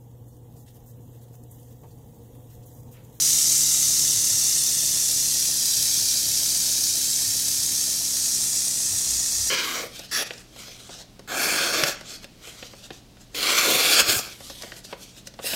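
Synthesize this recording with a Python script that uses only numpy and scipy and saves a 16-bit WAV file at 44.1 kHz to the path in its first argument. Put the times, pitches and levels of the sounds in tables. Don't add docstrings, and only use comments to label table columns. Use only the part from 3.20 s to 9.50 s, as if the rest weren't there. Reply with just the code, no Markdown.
import sys
import numpy as np
from scipy import signal
from scipy.fft import rfft, irfft
from scipy.io import wavfile

SR = 44100
rng = np.random.default_rng(int(sys.argv[2]) if len(sys.argv) > 2 else 0)


def inscribe(sig):
    pcm = np.round(np.clip(np.atleast_2d(sig).T, -1, 1) * 32767)
    wavfile.write(sys.argv[1], SR, pcm.astype(np.int16))


N = 277830
TIME = np.arange(N) / SR
FREQS = np.maximum(np.fft.rfftfreq(N, 1 / SR), 1)


def run_down():
    start_turns_per_s, slowing_turns_per_s2, sag_turns_per_s3 = 36.4888, 0.56836, 0.01167
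    speed = start_turns_per_s - slowing_turns_per_s2 * TIME - sag_turns_per_s3 * TIME ** 2
    return speed, np.cumsum(speed) / SR


# [dB per Hz, relative]
JET_SPECTRUM = [(450, -38), (900, -28.5), (1400, -22.5), (1800, -21.5), (2500, -18.5), (3100, -16.5),
                (3700, -10.5), (4400, -8.5), (5300, -5.5), (6200, -2), (8000, -7), (10000, -9),
                (13000, -11), (15600, -17)]
# pitch_hz, width_hz, gain_db
CAVITY_MODES = [(1850, 390, 2), (3050, 250, -1), (3560, 220, 1.5), (3970, 140, 0), (4680, 110, 0.5),
                (5150, 35, 2.5), (5430, 68, 0), (5635, 100, 5), (6040, 90, 2), (6400, 67, 4), (6970, 41, 6),
                (7460, 28, -6), (7390, 27, 2), (7570, 45, 2), (8180, 160, 4), (10300, 50, 3)]


def leak(crank, flutter_db, spit_db, spit_s):
    pressure = from_db(throb(crank) + flutter_db * drift(25))
    strong_spits = each_turn(crank, angle=0.87, scatter=0.056, spread_db=1.5)
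    weak_spits = from_db(-6) * each_turn(crank, angle=0.18, scatter=0.08, spread_db=2.5)
    decay = np.exp(-1 / (spit_s * SR))
    spits = from_db(spit_db) * signal.lfilter([1], [1, -decay], strong_spits + weak_spits + 1e-18)
    jet = rng.standard_normal(N) * np.hypot(pressure, spits)
    jet = clutter(jet, close_cut_hz=3100, echo_db=-13.5, small_things_hz=4350,
                  nearest_s=0.0021, farthest_s=0.028, sway_s=0.00005, count=24)
    cavities_db = sum(db / (1 + (2 * (FREQS - hz) / width) ** 2) for hz, width, db in CAVITY_MODES)
    return rfft(jet) * from_db(at_freqs(JET_SPECTRUM) + cavities_db)


# angle_turns, half_width_turns, pressure_db
VALVE_PRESSURE = [(.005, .06, -3.5), (.49, .055, -3), (.86, 0.1, 2.5)]


def throb(crank):
    def from_angle(angle):
        return (crank - angle + 0.5) % 1 - 0.5
    return sum(db * np.exp(-(from_angle(angle) / width) ** 2) for angle, width, db in VALVE_PRESSURE)


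# delay_s, backed_off_added_s, lowered_added_s, level_db, lowered_gain_db,
# bearing_gain_db_per_degree
CLOSE_REFLECTIONS = [(.00098, .00026, 0.000066, -13.5, 6, -0.064),
                     (.001165, .00015, .00011, -10.5, -3, 0.0529)]


def clutter(x, close_cut_hz, echo_db, small_things_hz, nearest_s, farthest_s, sway_s, count):
    fine = signal.resample_poly(x, 2, 1)
    fine_time = np.arange(2 * N) / (2 * SR)

    def delayed(path_s):
        return np.interp(TIME - path_s, fine_time, fine)

    (first_s, first_gain), (second_s, second_gain) = [reflection(row) for row in CLOSE_REFLECTIONS]
    close = first_gain * delayed(first_s) - second_gain * delayed(second_s)
    close = rfft(close) / np.hypot(1, FREQS / close_cut_hz)
    sideways, forward = drift(0.2), drift(0.2)
    far = np.zeros(N)
    for delay_s in np.geomspace(nearest_s, farthest_s, count) * rng.uniform(0.9, 1.1, count):
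        bearing = rng.uniform(0, 2 * np.pi)
        sway = np.cos(bearing) * sideways + np.sin(bearing) * forward
        far += delayed(delay_s + sway_s * sway)
    far = rfft(far) / np.hypot(1, small_things_hz / FREQS)
    return x + irfft(close + from_db(echo_db) * far, N)


def reflection(row):
    delay_s, backed_s, lowered_s, db, lowered_db, db_per_degree = row
    backed, lowered, bearing = microphone()
    path_s = delay_s + backed_s * backed + lowered_s * lowered
    return path_s, from_db(db + lowered_db * lowered + db_per_degree * bearing)


# time_s, backed_off_0_1, lowered_0_1, bearing_degrees
MICROPHONE_PATH = [(.4, 0.08, 0, -5), (2.2, 0.7, 0.36, 17), (2.55, 0.78, 1, 6), (3.4, 1, .9, 7),
                   (4.3, 1, 0.6, 23), (5.5, 1, 0.05, 47.5), (6.3, 0.9, 0.05, 67)]


def microphone():
    return in_time(MICROPHONE_PATH)


# time_s, rms_db
LEAK_LEVEL = [(0.1, -18.5), (0.13, -19), (2.44, -22.5), (2.46, -21.5), (4.65, -23.5), (4.89, -25),
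              (5.01, -23.5), (6.2, -24)]
RANGE_EDGES_HZ = [2400, 4200, 5400, 7400, 9600, 13200]
# level_db,
# backed_off_gain_db, lowered_gain_db, lobe_db [negative: shadow], lobe_bearing_degrees, lobe_half_width_degrees
JET_LOBES = [(-24, 0.63, 2.5, 3, 55, 30), (-13.2, 0.85, 3, -3, 73, 12), (-9, 0.43, 6.5, 2, 52, 24),
             (-4, 0.7, 1, 4, 48, 10), (-8, -2.05, 4, 3.5, 33, 27.5), (-12.5, -.2, 4, -2, 67, 12)]


def beam(jet):
    backed, lowered, bearing = microphone()
    ranges_db = []
    for db, backed_db, lowered_db, lobe_db, aim, width in JET_LOBES:
        lobe = lobe_db * np.exp(-((bearing - aim) / width) ** 2)
        ranges_db.append(db + backed_db * backed + lowered_db * lowered + lobe)
    low, mid, body, bright, fizz, top = ranges_db
    gains = [from_db(db) for db in (low, mid, body, 0, bright, fizz, top)]
    above = [1] + [1 / (1 + (edge / FREQS) ** 24) for edge in RANGE_EDGES_HZ] + [0]
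    ranges = [rms_one(irfft(jet * (lower - upper), N)) for lower, upper in zip(above, above[1:])]
    heard = sum(gain * part for gain, part in zip(gains, ranges))
    even = heard / np.sqrt(sum(gain ** 2 for gain in gains))
    return from_db(in_time(LEAK_LEVEL)[0]) * rms_one(even)


# angle_turns, relative_db
EXHAUST_STROKES = [(0.046, 5.5), (0.526, 5)]
# pitch_hz, width_hz, gain_db
BENCH_MODES = [(67.6, 10, -5.5), (149.3, 11.5, 5.5), (198.7, 7.9, -3.5), (271, 13, 0.5), (297, 19, 3),
               (320, 32, -13)]


def exhaust(crank, puff_s, low_cut_hz):
    strokes = sum(from_db(db) * each_turn(crank, angle, scatter=0.0035, spread_db=1.8)
                  for angle, db in EXHAUST_STROKES)
    lag_s = np.arange(-SR // 100, SR // 100 + 1) / SR
    puffs = signal.fftconvolve(strokes, 1 / np.cosh(lag_s / puff_s), "same")
    puffs = signal.sosfilt(signal.butter(1, low_cut_hz, "high", fs=SR, output="sos"), puffs)
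    backed, lowered, bearing = microphone()
    level_db = -46 - 2 * backed + 0.9 * lowered - 0.0248 * bearing
    return from_db(level_db) * rms_one(puffs + resonate(puffs, BENCH_MODES))


def shake(crank, speed, level_db, waver_db):
    force = (speed / speed[0]) ** 2
    return from_db(level_db + waver_db * drift(4)) * force * np.sin(2 * np.pi * crank)


# pitch_hz, width_hz, gain_db
TICK_RESONANCES = [(400, 65, -11), (523, 32, 0), (645, 27, 2.5), (683, 29, 2), (846, 51, -8)]


def ticking(level_db, weak_db, spread_db, second_s, second_db):
    start_s, pair_period_s = 0.040, 0.1324
    beats = np.arange(int(2 * N / SR / pair_period_s))
    chance = rng.uniform(-1.04, 1, (len(beats), 2))
    times = start_s + beats * pair_period_s / 2
    sizes = from_db(weak_db * (beats % 2) + spread_db * chance[:, 0])
    second_times = times + second_s * (1 + 0.2 * chance[:, 1])
    touches = impulses(times, sizes) + from_db(second_db) * impulses(second_times, sizes)
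    return from_db(level_db) * rms_one(resonate(touches, TICK_RESONANCES))


# time_s, peak_db, pitch_hz
LOUD_BUMPS = [(.68, -45, 105), (.975, -39, 107), (1.14, -37.5, 108), (2.6, -44, 105), (2.84, -42.5, 104),
              (3.09, -41, 105), (3.72, -43, 105), (4.087, -40, 107), (4.182, -46, 104), (4.297, -44.5, 107),
              (4.39, -43, 108), (4.541, -46, 108), (5.737, -37.5, 96), (5.959, -41.5, 61), (6.211, -39, 97),
              (6.24, -41, 61)]
BUMP_USUAL_HZ = 105


def bumps(faint_per_s, faint_db, spread_db, spread_octaves):
    loud = sum(thud(s, db, hz) for s, db, hz in LOUD_BUMPS)
    chance = rng.uniform(-1, 1, (int(faint_per_s * N / SR), 3))
    faint = 0
    for when, size, pitch in chance:
        hz = BUMP_USUAL_HZ * 2 ** (spread_octaves * pitch)
        faint = faint + thud(abs(when) * N / SR, faint_db + spread_db * size, hz)
    return loud + faint


def thud(s, db, hz):
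    half_s = 0.028 * (BUMP_USUAL_HZ / hz) ** 2
    swell = np.exp(-((TIME - s) / half_s) ** 2)
    return from_db(db) * swell * np.sin(2 * np.pi * (hz * (TIME - s) + rng.random()))


# [dB per Hz, relative]
ROOM_SPECTRUM = [(20, -14), (45, -8), (80, -5), (110, 1.5), (170, -1.5), (250, -9.5), (400, -11.5),
                 (700, -10), (1000, -15.5), (2200, -27)]


def room(level_db):
    return from_db(level_db) * noise(at_freqs(ROOM_SPECTRUM))


def each_turn(crank, angle, scatter, spread_db):
    turns = np.arange(int(crank[-1]) + 1)
    chance = rng.standard_normal((len(turns), 2))
    times = np.interp(turns + angle + scatter * chance[:, 0], crank, TIME, left=-1, right=-1)
    return impulses(times, from_db(spread_db * np.clip(chance[:, 1], -2.5, 2.5)))


def impulses(times, sizes):
    inside = (times >= 0) & (times < (N - 1) / SR)
    return np.bincount((times[inside] * SR).astype(int), sizes[inside], N)


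def resonate(x, modes):
    out = np.zeros(N)
    for hz, width_hz, db in modes:
        r = np.exp(-np.pi * width_hz / SR)
        zeros = np.array([1, 0, -1]) * (1 - r * r) / 2
        poles = [1, -2 * r * np.cos(2 * np.pi * hz / SR), r * r]
        out += from_db(db) * signal.lfilter(zeros, poles, x + 1e-18)
    return out


def noise(spectrum_db):
    return rms_one(irfft(rfft(rng.standard_normal(N)) * from_db(spectrum_db), N))


def drift(rate_hz):
    return noise(-20 * np.log10(1 + (FREQS / rate_hz) ** 2))


def at_freqs(points):
    hz, db = np.transpose(points)
    return np.interp(np.log(FREQS), np.log(hz), db)


def in_time(rows):
    s, *columns = np.transpose(rows)
    return [np.interp(TIME, s, column) for column in columns]


def rms_one(x):
    return x / np.sqrt(np.mean(x ** 2) + 1e-20)


def from_db(db):
    return 10 ** (np.asarray(db) / 20)


def scene():
    speed, crank = run_down()
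    hiss = beam(leak(crank, flutter_db=0.4, spit_db=3.0, spit_s=0.00056))
    puffs = exhaust(crank, puff_s=0.00041, low_cut_hz=86)
    rocking = shake(crank, speed, level_db=-55.5, waver_db=1.5)
    ticks = ticking(level_db=-58.5, weak_db=-7.0, spread_db=2.0, second_s=0.008, second_db=-2.5)
    thuds = bumps(faint_per_s=2.2, faint_db=-51, spread_db=3, spread_octaves=0.2)
    return (hiss + puffs + rocking + ticks + thuds + room(level_db=-50.0))[None, :]


def record(dry):
    return signal.sosfilt(signal.ellip(12, 0.1, 90, 15800, fs=SR, output="sos"), dry)


dry = scene()
out = record(dry)
inscribe(out)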